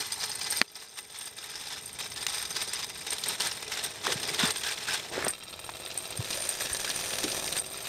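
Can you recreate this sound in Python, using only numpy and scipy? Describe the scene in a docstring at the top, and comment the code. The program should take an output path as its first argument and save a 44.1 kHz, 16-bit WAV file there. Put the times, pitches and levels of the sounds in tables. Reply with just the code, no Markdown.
"""A model steam roller clatters over gritty ground, close by outdoors, at about 18 crank turns a second.
Each power stroke chuffs and shakes the tin body, grit crunches under the wheels, loose steel jingles.
One loud stone snap early on makes the recorder duck for over a second.
After five seconds the engine loses its load and speeds up: the slack linkage knocks several times
a turn over a chassis hum, rattling gears and a thin squeal."""
import sys
import numpy as np
from scipy import signal
from scipy.fft import rfft, irfft
from scipy.io import wavfile
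from scipy.ndimage import uniform_filter1d

SR = 44100
rng = np.random.default_rng(int(sys.argv[2]) if len(sys.argv) > 2 else 0)


def dump_mix(stems):
    """Bounce the given channels to the path in sys.argv[1] as a 16-bit WAV at rate SR."""
    frames = np.atleast_2d(stems).T  # one column per channel
    limited = np.clip(frames, -1, 1)  # hard clip at full scale
    pcm = np.round(limited * 32767).astype(np.int16)
    wavfile.write(sys.argv[1], SR, pcm)


N = 347508

# the machine's even running between surges: t/s, clatter/dB, rumble/dB, jingle/dB
RUNNING_LEVELS = [(0, -41, -55, -48), (0.7, -41, -45.5, -43.5), (1.9, -48, -52.5, -52),
                  (2.6, -39.5, -48.5, -44.5), (2.9, -44, -50.5, -49.5), (3.5, -39.5, -47.5, -48),
                  (4.0, -43.5, -47.5, -54.5), (4.3, -33.5, -39, -44), (4.6, -41, -48.5, -48),
                  (4.98, -35, -46.5, -54), (5.08, -43.5, -45, -54.5), (5.4, -46.5, -52, -54.5),
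                  (6.1, -39, -43.5, -48), (6.5, -36, -45.5, -49), (7.3, -33, -38, -45),
                  (7.55, -40, -40, -44), (7.65, -44.5, -47, -45.5), (7.88, -33, -41, -47)]
# knocks in one turn with no load: start/turns, strength, rise/turns, decay/turns
FREE_STROKES = [(-.01, .7, .02, .06), (.14, .55, .025, .12), (.335, 1.6, .035, .1), (.49, .6, .03, .07),
                (.715, 1.55, .045, .08)]
# tin body resonances, under load and running light: f/Hz, width/Hz, lift/dB
LOADED_BODY = [(207, 320, 9), (430, 59, 11.5), (826, 180, 8), (1300, 13, 11), (1600, 17, 13), (1754, 66, 9),
               (2025, 66, 13), (2380, 56, 9), (5120, 320, 9.5)]
FREE_BODY = [(346, 40, 2), (647, 59, 5), (1337, 51, 2), (1800, 130, 4.5), (2520, 320, 6.5)]
# modes of the loose steel parts: f/Hz, level/dB, t60/s
STEEL_MODES = [(4860, -23, .07), (6150, -22, .07), (7950, -27, .07), (8330, -19.5, .11), (8600, -11, .025),
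               (8685, -3, .046), (8775, -2.5, .036), (11210, -32, .09), (11375, -29, .13),
               (11510, -25, .085), (12855, -11.5, .042), (12900, -14, .02), (15070, -21, .05)]


def from_db(db):
    """Decibels to gain."""
    return 10 ** (np.asarray(db) / 20)


def rms_one(x):
    """Scale to unit power."""
    return x / np.sqrt(np.mean(x ** 2) + 1e-20)


def in_time(rows):
    """Breakpoint rows (time first) to one curve per remaining column."""
    times, *columns = np.transpose(rows)
    return [np.interp(np.arange(N) / SR, times, column) for column in columns]


def filtered(x, order, hz, kind="low"):
    """Butterworth low-, high- or band-pass."""
    return signal.sosfilt(signal.butter(order, hz, kind, fs=SR, output="sos"), x)


def drift(rate):
    """Smooth random wander of spread 1 that changes about rate times a second."""
    hop, settle = 40, 2000
    pole = np.exp(-2 * np.pi * rate * hop / SR)
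    noise = rng.standard_normal(N // hop + settle + 2)
    slow = signal.lfilter([1], [1, -2 * pole, pole * pole], noise)[settle:]
    return np.interp(np.arange(N) / hop, np.arange(len(slow)), rms_one(slow))


def evened(x):
    """Hold the power steady over a tenth of a second, keeping the fast detail."""
    return x / np.sqrt(np.abs(uniform_filter1d(x ** 2, size=SR // 10)) + 1e-12)


def coloured(x, spectrum, resonances=(), size=4096):
    """Minimum-phase EQ of unit power gain: a smooth curve lifted by resonances."""
    hz = np.maximum(np.arange(size // 2 + 1) * SR / size, 1)
    curve_hz, curve_db = np.transpose(spectrum)
    db = np.interp(np.log(hz), np.log(curve_hz), curve_db)
    for centre, width, lift in resonances:
        db = db + lift / (1 + (2 * (hz - centre) / width) ** 2)
    cepstrum = irfft(np.log(from_db(db)))[:size // 2]
    response = irfft(np.exp(rfft(2 * cepstrum, size)))
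    return signal.oaconvolve(x, response / np.linalg.norm(response))[:N]


def ring(clicks, hz, t60):
    """One mode: a unit click sets off a decaying sine of height 1."""
    pole, angle = from_db(-60 / (t60 * SR)), 2 * np.pi * hz / SR
    return signal.lfilter([0, np.sin(angle)], [1, -2 * pole * np.cos(angle), pole ** 2], clicks + 1e-18)


def grains(per_s, spread_db):
    """Random tiny contacts of uneven size; power 1."""
    sizes = from_db(spread_db * np.minimum(rng.exponential(1, N), 4)) * rng.choice([-1, 1], N)
    return rms_one(sizes * (rng.random(N) < per_s / SR))


def moving_band(hz, width_hz):
    """Noise in one resonance whose centre follows hz; power 1."""
    slow_noise = filtered(rng.standard_normal((2, N)), 1, width_hz / 2)
    real, imaginary = filtered(slow_noise, 2, 2 * width_hz)
    phase = 2 * np.pi * np.cumsum(hz) / SR
    return rms_one(real * np.cos(phase) + imaginary * np.sin(phase))


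def surging_levels(release_s=0.02):
    """Clatter, rumble and jingle in dB: gravel crunches while rolling, rattle bursts running light."""
    # surges of clatter: t/s, length/s, rise/s, level/dB, rumble offset/dB, jingle offset/dB
    surges = [(-.01, 0.035, 0.0077, -34, -10, -12), (0.197, 0.081, 0.0058, -36, -20, -11),
              (0.408, 0.084, 0.0047, -39.5, -31, -11), (.503, 0.076, 0.0036, -36.5, -21, -4),
              (0.75, 0.092, 0.0032, -34, -13, -7), (0.952, 0.042, 0.0094, -31.5, -20, -5),
              (1.117, 0.08, 0.0041, -36.5, -18, -5), (1.206, 0.065, 0.0044, -37, -13, -3.5),
              (1.368, 0.1, 0.0049, -38.5, -18, -10), (1.483, 0.2, 0.005, -39.5, -19, -13),
              (1.688, 0.082, 0.021, -37.5, -18.5, -15), (1.986, 0.065, .002, -37.5, -14.5, -10),
              (2.16, 0.066, 0.0019, -39.5, -22, -12), (2.281, 0.15, 0.0078, -37, -30, -7.5),
              (2.551, 0.067, .003, -35.5, -13, -20), (2.723, 0.12, 0.0046, -38, -29, -22),
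              (3.064, 0.061, 0.0033, -38.5, -13, -15), (3.117, 0.01, 0.0032, -34, -13, -15),
              (3.251, 0.08, 0.0073, -33.5, -10.5, -8.5), (3.399, 0.072, 0.0018, -30, -14.5, -17),
              (3.715, 0.092, 0.0029, -35, -24, -28), (3.818, 0.05, 0.014, -36.5, -13, -6),
              (4.028, 0.1, 0.029, -30, -12, -23), (4.384, 0.079, 0.0017, -28, -9.5, -16),
              (4.472, 0.019, .004, -33, -4, -15), (4.558, 0.0094, 0.002, -32.5, -29, -7),
              (4.628, 0.086, 0.007, -32.5, -20, -11.5), (4.858, 0.091, 0.053, -30, -17, -17),
              (5.11, 0.16, 0.017, -38, 2, -29), (6.252, 0.099, 0.06, -35, -12, -9.5),
              (6.603, 0.017, 0.01, -28, -14, -9), (7.551, 0.015, 0.0085, -26, -10, -15)]
    power = from_db(in_time(RUNNING_LEVELS)) ** 2
    for start, length, rise, db, rumble_offset, jingle_offset in surges:
        age = np.arange(N) / SR - start
        swell = np.clip(age / rise, 0, 1) * np.exp(-np.clip((age - length) / release_s, 0, 20))
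        gains = from_db([[db], [db + rumble_offset], [db + jingle_offset]])
        power += (gains * swell) ** 2
    return 10 * np.log10(power)


def strokes(turns, pattern, uneven_db):
    """Pulses tied to the crank angle; no two turns are equally strong."""
    out = np.zeros(N)
    for start, strength, rise, decay in pattern:
        turn, angle = np.divmod(turns - start + 2, 1)
        force = strength * from_db(uneven_db * rng.standard_normal(size=256))[turn.astype(int)]
        out += force * np.minimum(angle / rise, 1) * np.exp(-np.maximum(angle - rise, 0) / decay)
    return out


def chuff_beat(turns, load, clatter_db):
    """The pulse of the power strokes under load; surges of clatter cover the puffs."""
    # puffs in one turn: start/turns, strength, rise/turns, decay/turns
    puffs = [(-.005, 1.5, .12, .115), (.35, .25, .09, .06), (.68, .42, .14, .3)]
    surge_db = clatter_db - in_time(RUNNING_LEVELS)[0]
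    depth = np.sqrt(load) * from_db(-0.3 * surge_db)
    return 1 + depth * strokes(turns, puffs, uneven_db=2.6)


def clatter(load, beat, level_db):
    """Steam puffs, crunching grit and clumps of gear rattle sound through the tin body."""
    # tone under load and running light: f/Hz, level/dB
    loaded_eq = [(200, -27), (600, -12.5), (1000, 1.5), (1700, -2), (2800, -3), (4000, 2.5), (4600, -7.5),
                 (5500, 3.5), (7000, -2), (9000, -3.5), (10000, -10), (12500, -5.5), (15500, -41)]
    free_eq = [(200, -23), (600, -3.5), (1100, 2.5), (1700, 5.5), (2800, 4.5), (4000, 10.5), (5500, -2),
               (7000, 2.5), (8800, 2), (10300, -11), (12500, 1), (15500, -13.5)]
    contacts = grains(per_s=3500, spread_db=3.0) + 0.98 * rng.standard_normal(N)
    clumps = from_db(2.4 * drift(70))
    shaken = from_db(level_db) * evened(contacts * beat * clumps)
    loaded = coloured(shaken * np.sqrt(load), loaded_eq, LOADED_BODY)
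    free = coloured(shaken * np.sqrt(1 - load), free_eq, FREE_BODY)
    return from_db(-2.57) * loaded + from_db(-6.5) * free


def hollow_note(load, beat, clatter_db):
    """Crunching under load sounds one hollow resonance that shifts as the roller moves."""
    # its centre: t/s, f/Hz
    glide = [(.6, 4240), (1.0, 3555), (2.7, 3734), (4.45, 3536)]
    note = moving_band(in_time(glide)[0], width_hz=260)
    return from_db(clatter_db - 8.5) * np.sqrt(load) * evened(beat * note)


def rumble(turns, load, beat, level_db):
    """The chassis shudders on rough ground; running light, it takes the same knocks on every turn."""
    # chassis tone: f/Hz, level/dB
    chassis_eq = [(30, -30), (60, -6), (130, -3), (250, -5.5), (450, 2), (750, -1), (1100, -6.5),
                  (2000, -16.5), (6000, -69)]
    roughness = grains(per_s=900, spread_db=0.5) + 0.5 * rng.standard_normal(N)
    jolts = evened(roughness * (beat + 1))
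    kicks = sum(strength * np.diff(np.floor(turns - start - rise), prepend=-1)   # a click per stroke
                for start, strength, rise, _ in FREE_STROKES)
    blows = evened(jolts + 0.82 * (1 - load) ** 3 * rms_one(kicks))
    loaded = coloured(blows * np.sqrt(load), chassis_eq, LOADED_BODY)
    free = coloured(blows * np.sqrt(1 - load), chassis_eq, FREE_BODY)
    return from_db(level_db - 5.0) * (loaded + free)


def grit(beat, level_db, pitch_count=24, ring_cycles=45):
    """Crumbs of stone tick under the wheels, each with a brief pitch of its own."""
    cracks = evened(grains(per_s=420, spread_db=3.2) * beat) * from_db(level_db)
    pitch_index = rng.integers(0, pitch_count, N)
    pitches = np.geomspace(1500, 5600, pitch_count)
    ticks = sum(ring(cracks * (pitch_index == k), hz, ring_cycles / hz) * hz / pitches[-1]
                for k, hz in enumerate(pitches))
    return from_db(-15.5) * filtered(ticks, 2, 1200, "high")


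def jingle(modes, shake, per_s, spread_db, clump_db):
    """Metal chatters with the shaking, each touch exciting the modes in new proportions."""
    touches = evened(grains(per_s, spread_db) * shake * from_db(clump_db * drift(24)))
    out, power = np.zeros(N), 0
    for hz, db, t60 in modes:
        out += from_db(db) * ring(touches * (1 + 0.52 * rng.standard_normal(N)), hz, t60)
        power += from_db(2 * db) * t60 * SR / (4 * np.log(1000))
    return out / np.sqrt(power)


def wheel_rims(beat, clatter_db, follow=0.57, reach_hz=250):
    """Grit and shaking ring the rims; single stones ping the modes that the struck spot favours."""
    # rim modes: f/Hz, level/dB, t60/s
    modes = [(2370, -9, .035), (3490, -3.5, .045), (3690, -3.5, .045), (4850, -.5, .065), (4930, -1, .055),
             (5260, -5, .035), (5560, -7, .06), (6120, -3.5, .065), (6205, -4, .065)]
    # rim chatter at average shaking: t/s, level/dB
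    fader = [(0, -45.5), (0.6, -43), (1.0, -46), (2.0, -49), (2.6, -43), (3.7, -58.5), (4.3, -45),
             (5.5, -66), (6.3, -49), (7.88, -49)]
    # single stones: t/s, level/dB, favoured f/Hz
    stones = [(0.121, -29.5, 4890), (.21, -33, 4890), (.443, -32, 4890), (.755, -17, 5370),
              (1.556, -22, 5400), (2.505, -29.5, 6160), (2.608, -33, 4890), (2.693, -33, 4890),
              (3.514, -22.5, 5360), (4.288, -32, 4890)]
    level_db = in_time(fader)[0] + follow * (clatter_db - clatter_db.mean())
    out = from_db(level_db) * jingle(modes, beat, per_s=130, spread_db=3.8, clump_db=2.5)
    times, stone_db, favoured_hz = np.transpose(stones)
    for hz, db, t60 in modes:
        coupling = 1 / (1 + ((hz - favoured_hz) / reach_hz) ** 2)
        clicks = np.zeros(N)
        clicks[(times * SR).astype(int)] = from_db(stone_db + db) * coupling
        out += ring(clicks, hz, t60)
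    return out


def outdoor_air():
    """A quiet bed of low outdoor noise with a trace of hiss."""
    # its tone: f/Hz, level/dB
    air_eq = [(25, -5), (65, 17.5), (130, 17), (250, 8), (600, -13), (2000, -75), (8000, -37), (15000, -32)]
    return from_db(-59.5) * coloured(rng.standard_normal(N), air_eq)


def tin_rasps(beat):
    """Dense slips crowd into the strokes and set one resonance of the tin sounding for a moment."""
    # rasps: t/s, length/s, level/dB, f/Hz, width/Hz
    rasps = [(0.02, 0.6, -54, 870, 149), (4.032, 0.096, -36.5, 1300, 700), (4.386, 0.13, -33.5, 1460, 800),
             (4.387, 0.072, -33, 3620, 300), (4.625, 0.11, -40.5, 1600, 220),
             (4.866, 0.099, -38.5, 1580, 222), (5.12, 0.207, -38.5, 1610, 1140),
             (6.282, 0.45, -50, 600, 129), (6.578, 0.41, -46, 1720, 200)]
    out = np.zeros(N)
    for start, length, db, hz, width in rasps:
        at, size = int(start * SR), int(length * SR)
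        slips = beat[at:at + size] ** 2 * rng.standard_normal(size) * (rng.random(size) < .06)
        tone = filtered(slips, 2, [hz - width / 2, hz + width / 2], "band")
        out[at:at + size] += from_db(db) * rms_one(tone) * signal.windows.tukey(size, .4)
    return out


def steel_clinks(buzz_s=0.0073, size=1500):
    """Harder steel blows: a first contact, a brief buzz of rebounds, then the ring."""
    # blows: t/s, level/dB
    clinks = [(0.1216, -12), (0.352, -12.5), (0.5034, -8), (0.5847, -13), (1.257, -12), (1.858, -17),
              (2.2653, -19), (2.6217, -17), (2.7342, -13), (3.105, -13), (3.1306, -11), (3.26, -17),
              (3.409, -17), (3.47, -13), (3.8378, -11), (3.849, -17), (4.129, -15.5), (4.452, -20),
              (4.474, -14), (4.507, -13.5), (4.559, -17), (4.937, -14), (5.2465, -11), (5.2823, -5.5),
              (5.305, -10.5), (5.976, -6), (6.49, -8), (6.73, -11), (6.961, -10.5), (7.577, -8.5),
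              (7.595, -8.5)]
    fade = np.exp(-np.arange(size) / SR / buzz_s)
    blows = np.zeros(N + size)
    for start, db in clinks:
        at = int(start * SR)
        buzz = 0.61 * rng.standard_normal(size) * (rng.random(size) < .08) * fade
        buzz[0] = 1
        blows[at:at + size] += from_db(db) * buzz
    blows = filtered(blows[:N], 2, 9800)   # heavier parts touch more softly
    rings = sum(from_db(db) * ring(blows * (1 + 0.13 * rng.standard_normal(N)), hz, t60)
                for hz, db, t60 in STEEL_MODES)
    return from_db(-19.0) * rings


def knocks(blows, scatter, jolt, order, size=8192):
    """Each blow is a short damped swing followed by a scatter of vibration about the same pitch."""
    age, out = np.arange(size) / SR, np.zeros(N + size)
    for start, db, hz, t60, width in blows:
        at = int(start * SR)
        band = [hz / (1 + width), min(hz * (1 + width), SR / 3)]
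        noise = rms_one(filtered(rng.standard_normal(size), order, band, "band"))
        tail = noise * np.minimum(age * hz / 2, 1) * from_db(-60 * age / t60)
        swing = filtered(np.exp(-4 * np.pi * hz * age), order, band, "band")
        out[at:at + size] += from_db(db) * (scatter * tail - jolt * swing / swing.max())
    return out[:N]


def snaps_and_taps():
    """Snapping stones and hard taps: a sharp jolt with a light tail."""
    # snaps and taps: t/s, level/dB, f/Hz, t60/s, width/share of f
    snaps = [(.1222, -19, 5230, 0.013, 0.36), (.6155, 0, 1900, 0.012, 0.11),
             (.6156, -1.5, 4600, 0.021, 0.084), (.617, -9, 1110, 0.033, 0.55),
             (.6245, -4, 1700, .011, 0.37), (2.161, -23, 3770, 0.024, 0.27),
             (2.2662, -10, 2160, 0.022, 0.25), (2.2665, -14, 3480, 0.022, 0.11),
             (2.2667, -15, 6770, .025, 0.17), (2.553, -21, 3750, .03, 0.17), (2.565, -21, 3800, .04, .4),
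             (2.7345, -13.5, 4300, .018, 0.4), (3.066, -26, 3820, 0.026, .25),
             (3.105, -19, 5300, 0.03, 0.11), (3.183, -17, 3820, .025, .2), (3.238, -14, 4200, 0.046, 0.22),
             (3.42, -12, 4000, .018, .3), (3.471, -14.5, 4650, 0.024, .25),
             (3.719, -18.5, 2800, 0.056, 0.5), (3.838, -23, 4400, .03, .4), (4.393, -11, 3450, 0.016, 0.17),
             (4.506, -12, 4400, 0.037, 0.27), (4.636, -19, 3450, 0.069, 0.16),
             (5.2672, -11.5, 625, 0.0082, .34), (5.282, -8.5, 5300, 0.0083, 0.33),
             (5.692, -18, 960, 0.025, 0.32), (5.862, -17.5, 3950, 0.01, 0.12),
             (6.768, -17, 5500, 0.025, .3)]
    return knocks(snaps, scatter=0.3, jolt=0.56, order=1)


def dull_bumps(width=0.33):
    """Low thuds with a fuller tail."""
    # bumps: t/s, level/dB, f/Hz, t60/s
    bumps = [(0.615, -20, 243, 0.05), (4.077, -31.5, 420, 0.23), (4.156, -33, 153, 0.068),
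             (4.434, -21.5, 207, 0.05), (5.178, -23.5, 440, 0.051), (5.268, -27.5, 266, 0.045),
             (6.19, -29.5, 124, 0.15), (6.709, -42.5, 70, 0.19), (7.24, -27.5, 288, 0.17)]
    return knocks([(*bump, width) for bump in bumps], scatter=0.75, jolt=1, order=2)


def loud_crack(at_s=.6156, width_s=.00007):
    """The loudest snap opens with one sharp pressure pulse, enough to overload the recorder."""
    age = np.arange(N) / SR - at_s
    pulse = np.exp(-np.minimum((age / width_s) ** 2, 20))
    return -from_db(-2) * filtered(pulse, 1, 90, "high")


def chassis_hum(turns):
    """Knocks that repeat on every turn make the chassis hum on multiples of the crank speed."""
    # partials: multiple of the crank speed, level/dB
    partials = [(17, -4), (18, 0), (25, -2), (27, -1), (30, -4), (33, -3), (37, -4)]
    # the hum's swell: t/s, level/dB
    fader = [(4.9, -92), (5.8, -55.5), (6.9, -55), (7.35, -49.5), (7.88, -59)]
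    tones = sum(from_db(db) * (1 + .35 * drift(4)) * np.sin(2 * np.pi * (order * turns + rng.random()))
                for order, db in partials)
    return from_db(in_time(fader)[0]) * rms_one(tones)


def linkage_rattle(slack, free_beat):
    """Rods and gears chatter and ring once the linkage goes slack."""
    # their modes: f/Hz, level/dB, t60/s
    modes = [(1340, -7, .03), (2730, -4, .025), (3190, -9, .05), (2480, -6, .025), (3740, 0, .018),
             (3920, 0, .016), (4830, -8, .04), (5550, -9, .05)]
    return from_db(-49) * slack * jingle(modes, free_beat, per_s=200, spread_db=3.0, clump_db=5.0)


def rod_clacks(rise_s=0.0018, decay_s=0.0082, size=4096):
    """A slack rod hits its pin and rebounds in a short dense burst."""
    # clacks: t/s, level/dB, f/Hz, width/share of f
    clacks = [(5.527, -40, 3870, .2), (5.912, -36, 3840, 0.54), (6.327, -30.5, 3500, 0.55),
              (6.607, -33, 1730, 0.097), (6.652, -32.5, 3710, .4), (6.844, -28, 2820, 1),
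              (6.873, -33.5, 1700, .12), (6.899, -27.5, 3730, 0.37), (7.037, -33.5, 2700, .6),
              (7.131, -31.5, 3000, 0.58), (7.184, -31, 3930, 0.61), (7.238, -25.5, 3650, 0.7),
              (7.315, -29.5, 4000, 0.48), (7.365, -32.5, 3300, 0.75), (7.4754, -30, 3510, 0.65),
              (7.524, -31.5, 3560, .2)]
    age, out = np.arange(size) / SR, np.zeros(N + size)
    burst = np.minimum(age / rise_s, 1) * np.exp(-np.maximum(age - 2 * rise_s, 0) / decay_s)
    for start, db, hz, width in clacks:
        at = int(start * SR)
        noise = filtered(rng.standard_normal(size), 2, [hz / (1 + width), hz * (1 + width)], "band")
        out[at:at + size] += from_db(db) * burst * rms_one(noise)
    return out[:N]


def gear_whirr(beat):
    """The unloaded gear train spins and rattles in time with the crank."""
    # the rattle at speed: t/s, level/dB
    fader = [(6.0, -82), (6.28, -41.5), (7.55, -39), (7.7, -60)]
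    # its tone: f/Hz, level/dB
    gear_eq = [(200, -7.5), (500, -8), (1200, -10.5), (4000, -12.5), (6000, -5), (7200, -8.5), (9000, -13),
               (10500, -15), (12600, -16), (15500, -28)]
    # gear resonances: f/Hz, width/Hz, lift/dB
    resonances = [(1730, 130, 10), (5850, 450, 5), (8950, 300, 9), (11420, 200, 5), (12870, 130, 12)]
    teeth = evened(grains(per_s=900, spread_db=3.0) * beat ** 1.3 * from_db(2.5 * drift(90)))
    return coloured(teeth * from_db(in_time(fader)[0]), gear_eq, resonances)


def squeal(beat, waver_hz=70):
    """A thin rubbing sizzle that wavers in pitch and catches with the strokes."""
    # its course: t/s, f/Hz, level/dB
    course = [(6.1, 8940, -76), (6.42, 8960, -36.5), (6.6, 8860, -49), (7.17, 9210, -41), (7.55, 8980, -50),
              (7.65, 8860, -80)]
    hz, db = in_time(course)
    sizzle = moving_band(hz + waver_hz * drift(24.5), width_hz=170)
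    return from_db(db) * evened(np.sqrt(beat) * sizzle)


def scene():
    """The crank drives every part of the machine, first rolling, then running light, over quiet air."""
    # crank: t/s, speed/(turns per s)
    crank_speed = [(0, 17.132), (2.1, 17.9), (2.9, 17.808), (4.9, 18.489), (5.6, 19.094), (6.2, 20.06),
                   (7.4, 20.934), (7.88, 21.062)]
    # load on the engine: t/s, share/0-1
    engine_load = [(0, 0.93), (4.9, 0.36), (5.15, 0.28), (5.35, 0.03), (7.88, 0)]
    turns = np.cumsum(in_time(crank_speed)[0]) / SR
    load = np.clip(in_time(engine_load)[0], 0, 1)
    slack = np.clip(1 - load / .25, 0, 1)   # the linkage loosens below a quarter load
    clatter_db, rumble_db, steel_db = surging_levels()
    loaded_beat = chuff_beat(turns, load, clatter_db)
    free_beat = .85 + strokes(turns, FREE_STROKES, uneven_db=2.5)
    beat = (1 - slack) * loaded_beat + slack * free_beat

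    body = clatter(load, beat, clatter_db) + hollow_note(load, beat, clatter_db)
    body += rumble(turns, load, beat, rumble_db)
    racing = gear_whirr(beat) + squeal(beat) + chassis_hum(turns)
    metal = from_db(steel_db) * jingle(STEEL_MODES, beat, per_s=280, spread_db=2.5, clump_db=3.5)
    metal += wheel_rims(beat, clatter_db) + linkage_rattle(slack, free_beat)
    hits = loud_crack() + steel_clinks() + rod_clacks() + snaps_and_taps() + dull_bumps()
    air = outdoor_air()
    scrapes = (1 - slack) * grit(beat, clatter_db) + tin_rasps(beat)
    return (body + racing + metal + hits + air + scrapes)[None]


def record(dry, limit_db=-5, deepest_cut_db=15.5, attack_s=0.0019, recover_db_per_s=12.5, top_hz=15600):
    """A small recorder: its limiter ducks at a loud peak and recovers slowly; the top is cut steeply."""
    over_db = 20 * np.log10(np.abs(dry) + 1e-9) - limit_db
    wanted_cut_db = np.clip(5.0 * over_db, 0, deepest_cut_db)
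    recovery_db = recover_db_per_s * np.arange(N) / SR
    held_cut_db = np.maximum.accumulate(wanted_cut_db + recovery_db, axis=1) - recovery_db
    pole = np.exp(-1 / (attack_s * SR))
    cut_db = signal.lfilter([1 - pole], [1, -pole], held_cut_db)
    limited = np.tanh(dry * from_db(-cut_db))
    return signal.sosfilt(signal.ellip(10, .2, 80, top_hz, fs=SR, output="sos"), limited)


dry = scene()
out = record(dry)
dump_mix(out)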